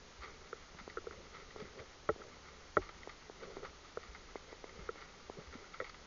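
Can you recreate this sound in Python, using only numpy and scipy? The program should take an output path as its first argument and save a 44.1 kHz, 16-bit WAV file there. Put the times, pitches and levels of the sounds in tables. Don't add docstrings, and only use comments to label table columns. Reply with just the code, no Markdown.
import sys
import numpy as np
from scipy import signal
from scipy.fft import rfft, irfft
from scipy.io import wavfile

SR = 44100
rng = np.random.default_rng(int(sys.argv[2]) if len(sys.argv) > 2 else 0)


def wav_out(sig):
    wavfile.write(sys.argv[1], SR, np.round(np.clip(np.atleast_2d(sig).T, -1, 1) * 32767).astype(np.int16))


N = 267466
T = np.arange(N) / SR

# start in seconds, drive in dB, then weight, clack and edge drive in dB re that, # body
KNOCKS = [(0.529, -36.5, -26, 4.5, -1, 1.03, 0.9), (0.9711, -34.5, -11.5, 3.5, -3, 1.03, 1.06),
          (0.981, -43, -11.5, 7, -4, 0.84, 1.2), (1.069, -35.5, -11, -7.5, -21, 1.03, 1.18),
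          (1.1095, -45.5, -5, 6.5, 8, 0.9, 0.68), (2.09, -28.5, 7.5, 3.5, 4, 0.94, 1.4),
          (2.0969, -29.5, -13, -5, -21, 0.97, 1.76), (2.2168, -54, -8, 13, 6, 1.0, 1.5),
          (2.7686, -24.5, 5.5, 7, 4, 0.97, 1.45), (2.780, -35, -7.5, -21, -11, 0.83, 2.1),
          (3.63, -42, -5, -6, -10, 0.98, 1.3), (3.972, -32.5, -0.5, -2, -9, 1.07, 0.88),
          (4.8898, -33.5, -25, 2.5, -3, 1.03, 1.2), (5.8011, -34.5, -7, 3.5, 10.5, 1.19, 1.16),
          (5.811, -44, 6.5, 4.5, 16, 0.79, 0.77), (5.8202, -39.5, -4, -22, 2, 1.1, 1.26)]
# start in seconds, peak in dB.
SOFT_TREADS = [(0.7478, -47), (0.8775, -34.5), (1.0432, -45.5), (1.5615, -36.5), (2.161, -41), (2.369, -47),
               (2.8928, -45), (3.074, -34), (3.298, -37.5), (3.5686, -34.5), (4.3564, -30), (4.528, -37),
               (4.6415, -35), (4.9572, -43), (5.2983, -31.5)]
# centre in Hz, width in Hz, gain in dB.
GRIT_BODY_BANDS = [(911, 230, -6.5), (1277, 260, 0.5)]
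GRIT_EDGE_BANDS = [(2052, 356, 2), (2450, 490, -18), (3370, 790, -10), (4360, 620, -10.5)]


def from_db(db):
    return 10 ** (np.asarray(db) / 20)


def rms_one(x):
    return x / np.sqrt(np.mean(x ** 2) + 1e-20)


def add(out, start_s, sound):
    start = int(start_s * SR)
    out[start:start + len(sound)] += sound[:N - start]


def cut(x, hz, kind, order=2):
    return signal.sosfilt(signal.butter(order, hz, kind, fs=SR, output="sos"), x)


def resonate(x, bands):
    out = np.zeros(len(x))
    for hz, width_hz, db in bands:
        edges_hz = [max(hz - width_hz / 2, 20), hz + width_hz / 2]
        sos = signal.butter(2, edges_hz, "band", fs=SR, output="sos")
        out += from_db(db) * signal.sosfilt(sos, x + 1e-18)
    return out


def noise(colour):
    hz, db = np.transpose(colour)
    log_hz = np.log(np.fft.rfftfreq(N, 1 / SR) + 1)
    gain = from_db(np.interp(log_hz, np.log(hz), db))
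    return rms_one(irfft(rfft(rng.standard_normal(N)) * gain, N))


def grains(per_s, spread_db):
    sizes_db = spread_db * np.minimum(rng.exponential(1, N), 4)
    sizes = from_db(sizes_db) * rng.choice([-1, 1], N)
    return sizes * (rng.random(N) < per_s / SR)


def clumps(per_s, spread_db):
    steps_db = rng.normal(0, spread_db, int(T[-1] * per_s) + 2)
    return from_db(np.interp(T * per_s, np.arange(len(steps_db)), steps_db))


def mode(t, hz, swell_s):
    envelope = t / swell_s * np.exp(1 - t / swell_s)
    return envelope * np.sin(2 * np.pi * hz * t)


def sway(period_s=0.629, peak_s=0.42):
    return np.cos(2 * np.pi * (T - peak_s) / period_s)


def air(mean_db=-61.5, swing_db=1.3):
    # frequency in Hz, relative density in dB.
    air_colour = [(15, -2), (30, 2.5), (50, -4), (76, 0), (110, -16), (160, -10), (220, -18), (400, -39.5),
                  (1000, -62.5)]
    return from_db(mean_db + swing_db * sway()) * noise(air_colour)


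def friction_gains():
    # middle in seconds, half length in seconds, rub in dB, crunch in dB
    scuffs = [(0.244, 0.019, -59, -50.5), (0.293, 0.04, -61.5, -55.5), (0.44, 0.025, -74, -60.5),
              (1.165, 0.079, -58, -68), (1.385, 0.064, -62, -56), (1.624, 0.036, -50, -53),
              (1.795, 0.029, -52.5, -55), (2.204, 0.0086, -50, -76), (2.266, 0.026, -56, -73),
              (2.51, 0.08, -66.5, -62.5), (3.441, 0.022, -51.5, -53), (3.50, 0.04, -54, -60.5),
              (3.582, 0.02, -52, -55), (3.646, 0.018, -51, -53), (4.505, 0.056, -62, -61),
              (4.79, 0.09, -58.5, -58.5), (5.04, 0.068, -66, -59), (5.393, 0.016, -51, -57.5),
              (5.538, 0.014, -58, -49.5), (5.593, 0.058, -60, -57)]
    bed_db, roll_db, roll_peak_s = -65.5, -67, 0.09
    rub_db, rub_swing_db = -68.5, 1.5
    roll = np.zeros(N)
    for start_s, *_ in KNOCKS + SOFT_TREADS:
        age = np.maximum(T - start_s, 0) / roll_peak_s
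        roll = np.maximum(roll, age * np.exp(1 - age))
    crunch_power = from_db(bed_db) ** 2 + (from_db(roll_db) * roll) ** 2
    rub_power = from_db(rub_db + rub_swing_db * sway()) ** 2
    for middle_s, half_length_s, scuff_rub_db, scuff_crunch_db in scuffs:
        swell = np.exp(-((T - middle_s) / half_length_s) ** 2)
        crunch_power = crunch_power + from_db(scuff_crunch_db) ** 2 * swell
        rub_power = rub_power + from_db(scuff_rub_db) ** 2 * swell
    return np.sqrt(crunch_power), np.sqrt(rub_power)


def tack(trim_db=0.75):
    # centre in Hz, width in Hz, gain in dB.
    tack_bands = [(190, 180, -6.5), (424.3, 116, 4.5), (504.5, 79, -2.5), (615, 16, -10.5)]
    slips = grains(per_s=990, spread_db=1.5)
    return from_db(trim_db) * rms_one(resonate(slips, tack_bands))


def bumps(swell_cycles=0.7):
    # start in seconds, envelope peak in dB, pitch in Hz.
    saddle_bumps = [(0.19, -47, 58), (0.746, -53.5, 166), (0.811, -49.5, 205), (1.175, -52, 72),
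                    (1.555, -53, 70), (1.621, -43, 190), (1.795, -52.5, 85.4), (2.105, -50, 55),
                    (2.79, -45, 41.8), (4.085, -47, 55), (4.79, -49.5, 44.7), (4.789, -48.5, 176),
                    (5.384, -47.5, 165), (5.47, -48, 68), (5.553, -41, 245)]
    out = np.zeros(N)
    for start_s, peak_db, hz in saddle_bumps:
        add(out, start_s, from_db(peak_db) * mode(T[:SR // 4], hz, swell_cycles / hz))
    return out


def gravel(trim_db=-1.0, body_db=4.5):
    contacts = grains(per_s=1100, spread_db=2.0) * clumps(per_s=49, spread_db=3.5)
    edge = resonate(contacts, GRIT_EDGE_BANDS)
    body = resonate(contacts, GRIT_BODY_BANDS)
    return from_db(trim_db) * rms_one(edge + from_db(body_db) * body)


def pebbles(snap_db=7):
    # start in seconds, level in dB, decay time in seconds, low grit body in dB re level.
    pebble_slips = [(0.7865, -52, 0.02, 6), (0.898, -49, 0.0055, -8), (1.122, -57.5, 0.012, 8.5),
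                    (1.505, -56.5, 0.014, -5), (2.818, -53, 0.028, 0.5), (2.89, -45.5, 0.0043, 3),
                    (3.032, -47, 0.0028, -11), (3.092, -48, 0.012, 0.5), (3.648, -55.5, 0.0099, 14.5),
                    (3.846, -54.5, 0.01, 2), (4.0295, -54.5, 0.017, 4), (4.148, -52, 0.015, 5.5),
                    (4.361, -51, 0.0069, -11), (4.518, -53, 0.0089, -13), (4.642, -53, 0.004, -4),
                    (4.692, -52, 0.0081, -5), (5.296, -53.5, 0.004, 1), (5.7393, -50.5, 0.018, 4),
                    (5.841, -53, 0.031, 0.5), (5.895, -43.5, 0.0035, -1), (5.943, -50, 0.005, 2.5)]
    edge_gain, body_gain = np.zeros(N), np.zeros(N)
    contacts = grains(per_s=6400, spread_db=2.5)
    gain = 1 / resonate(contacts, GRIT_EDGE_BANDS).std()
    for start_s, db, decay_s, body_db in pebble_slips:
        slip = from_db(db) * np.exp(-T[:SR // 8] / decay_s)
        add(edge_gain, start_s, slip)
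        add(body_gain, start_s, slip * from_db(body_db))
        add(contacts, start_s, from_db([snap_db]))
    edge = resonate(contacts * edge_gain, GRIT_EDGE_BANDS)
    body = resonate(contacts * body_gain, GRIT_BODY_BANDS)
    return gain * (edge + body)


def treads(low_hz=205, dull_hz=1080, ring_hz=410, width_hz=130, ring_db=7):
    out = np.zeros(N)
    push = cut(signal.unit_impulse(SR // 16), low_hz, "high", order=4)
    push = cut(push, dull_hz, "low", order=4)
    b, a = signal.iirpeak(ring_hz, ring_hz / width_hz, fs=SR)
    push = push + from_db(ring_db) * signal.lfilter(b, a, push)
    push = push / np.abs(push).max()
    for start_s, peak_db in SOFT_TREADS:
        add(out, start_s, -from_db(peak_db) * push)
    return out


def knocks():
    knock_modes = {"weight": [(87, 0.0093, -24.5), (180, 0.0023, -18), (588, 0.0023, -6),
                   (1098, 0.0011, -11.5), (812, 0.0034, -19.5)], "body": [(451, 0.0029, -1),
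                   (361, 0.0031, -9.5)], "clack": [(1342, 0.0014, -2), (1620, 0.00037, -14.5)],
                   "edge": [(1914, 0.0018, -14), (2198, 0.0014, -21), (3420, 0.00037, -22.5)]}
    out, t = np.zeros(N), T[:SR // 8]
    for start_s, level_db, weight_db, clack_db, edge_db, pitch, length in KNOCKS:
        drive_db = {"weight": weight_db, "body": 0, "clack": clack_db, "edge": edge_db}
        for family, rows in knock_modes.items():
            tuning = pitch if family == "body" else 1
            for k, (hz, swell_s, db) in enumerate(rows):
                sign = (-1) ** k
                ring = sign * mode(t, hz * tuning, swell_s * length)
                add(out, start_s, from_db(level_db + drive_db[family] + db) * ring)
    return out


def scene():
    crunch, rub = friction_gains()
    background = air() + rub * tack() + bumps()
    hooves = crunch * gravel() + pebbles() + treads() + knocks()
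    return (background + hooves)[None]


def record(dry, hiss_db=-59, cutoff_hz=7100):
    # frequency in Hz, relative density in dB.
    hiss_colour = [(30, -9.5), (200, 6), (700, 3), (1000, 3), (2600, -2), (4300, -1.5), (5400, -3),
                   (6500, -2), (7200, -13)]
    hissy = dry + from_db(hiss_db) * noise(hiss_colour)
    low_pass = signal.ellip(8, .2, 48, cutoff_hz, fs=SR, output="sos")
    return signal.sosfilt(low_pass, hissy)


dry = scene()
out = record(dry)
wav_out(out)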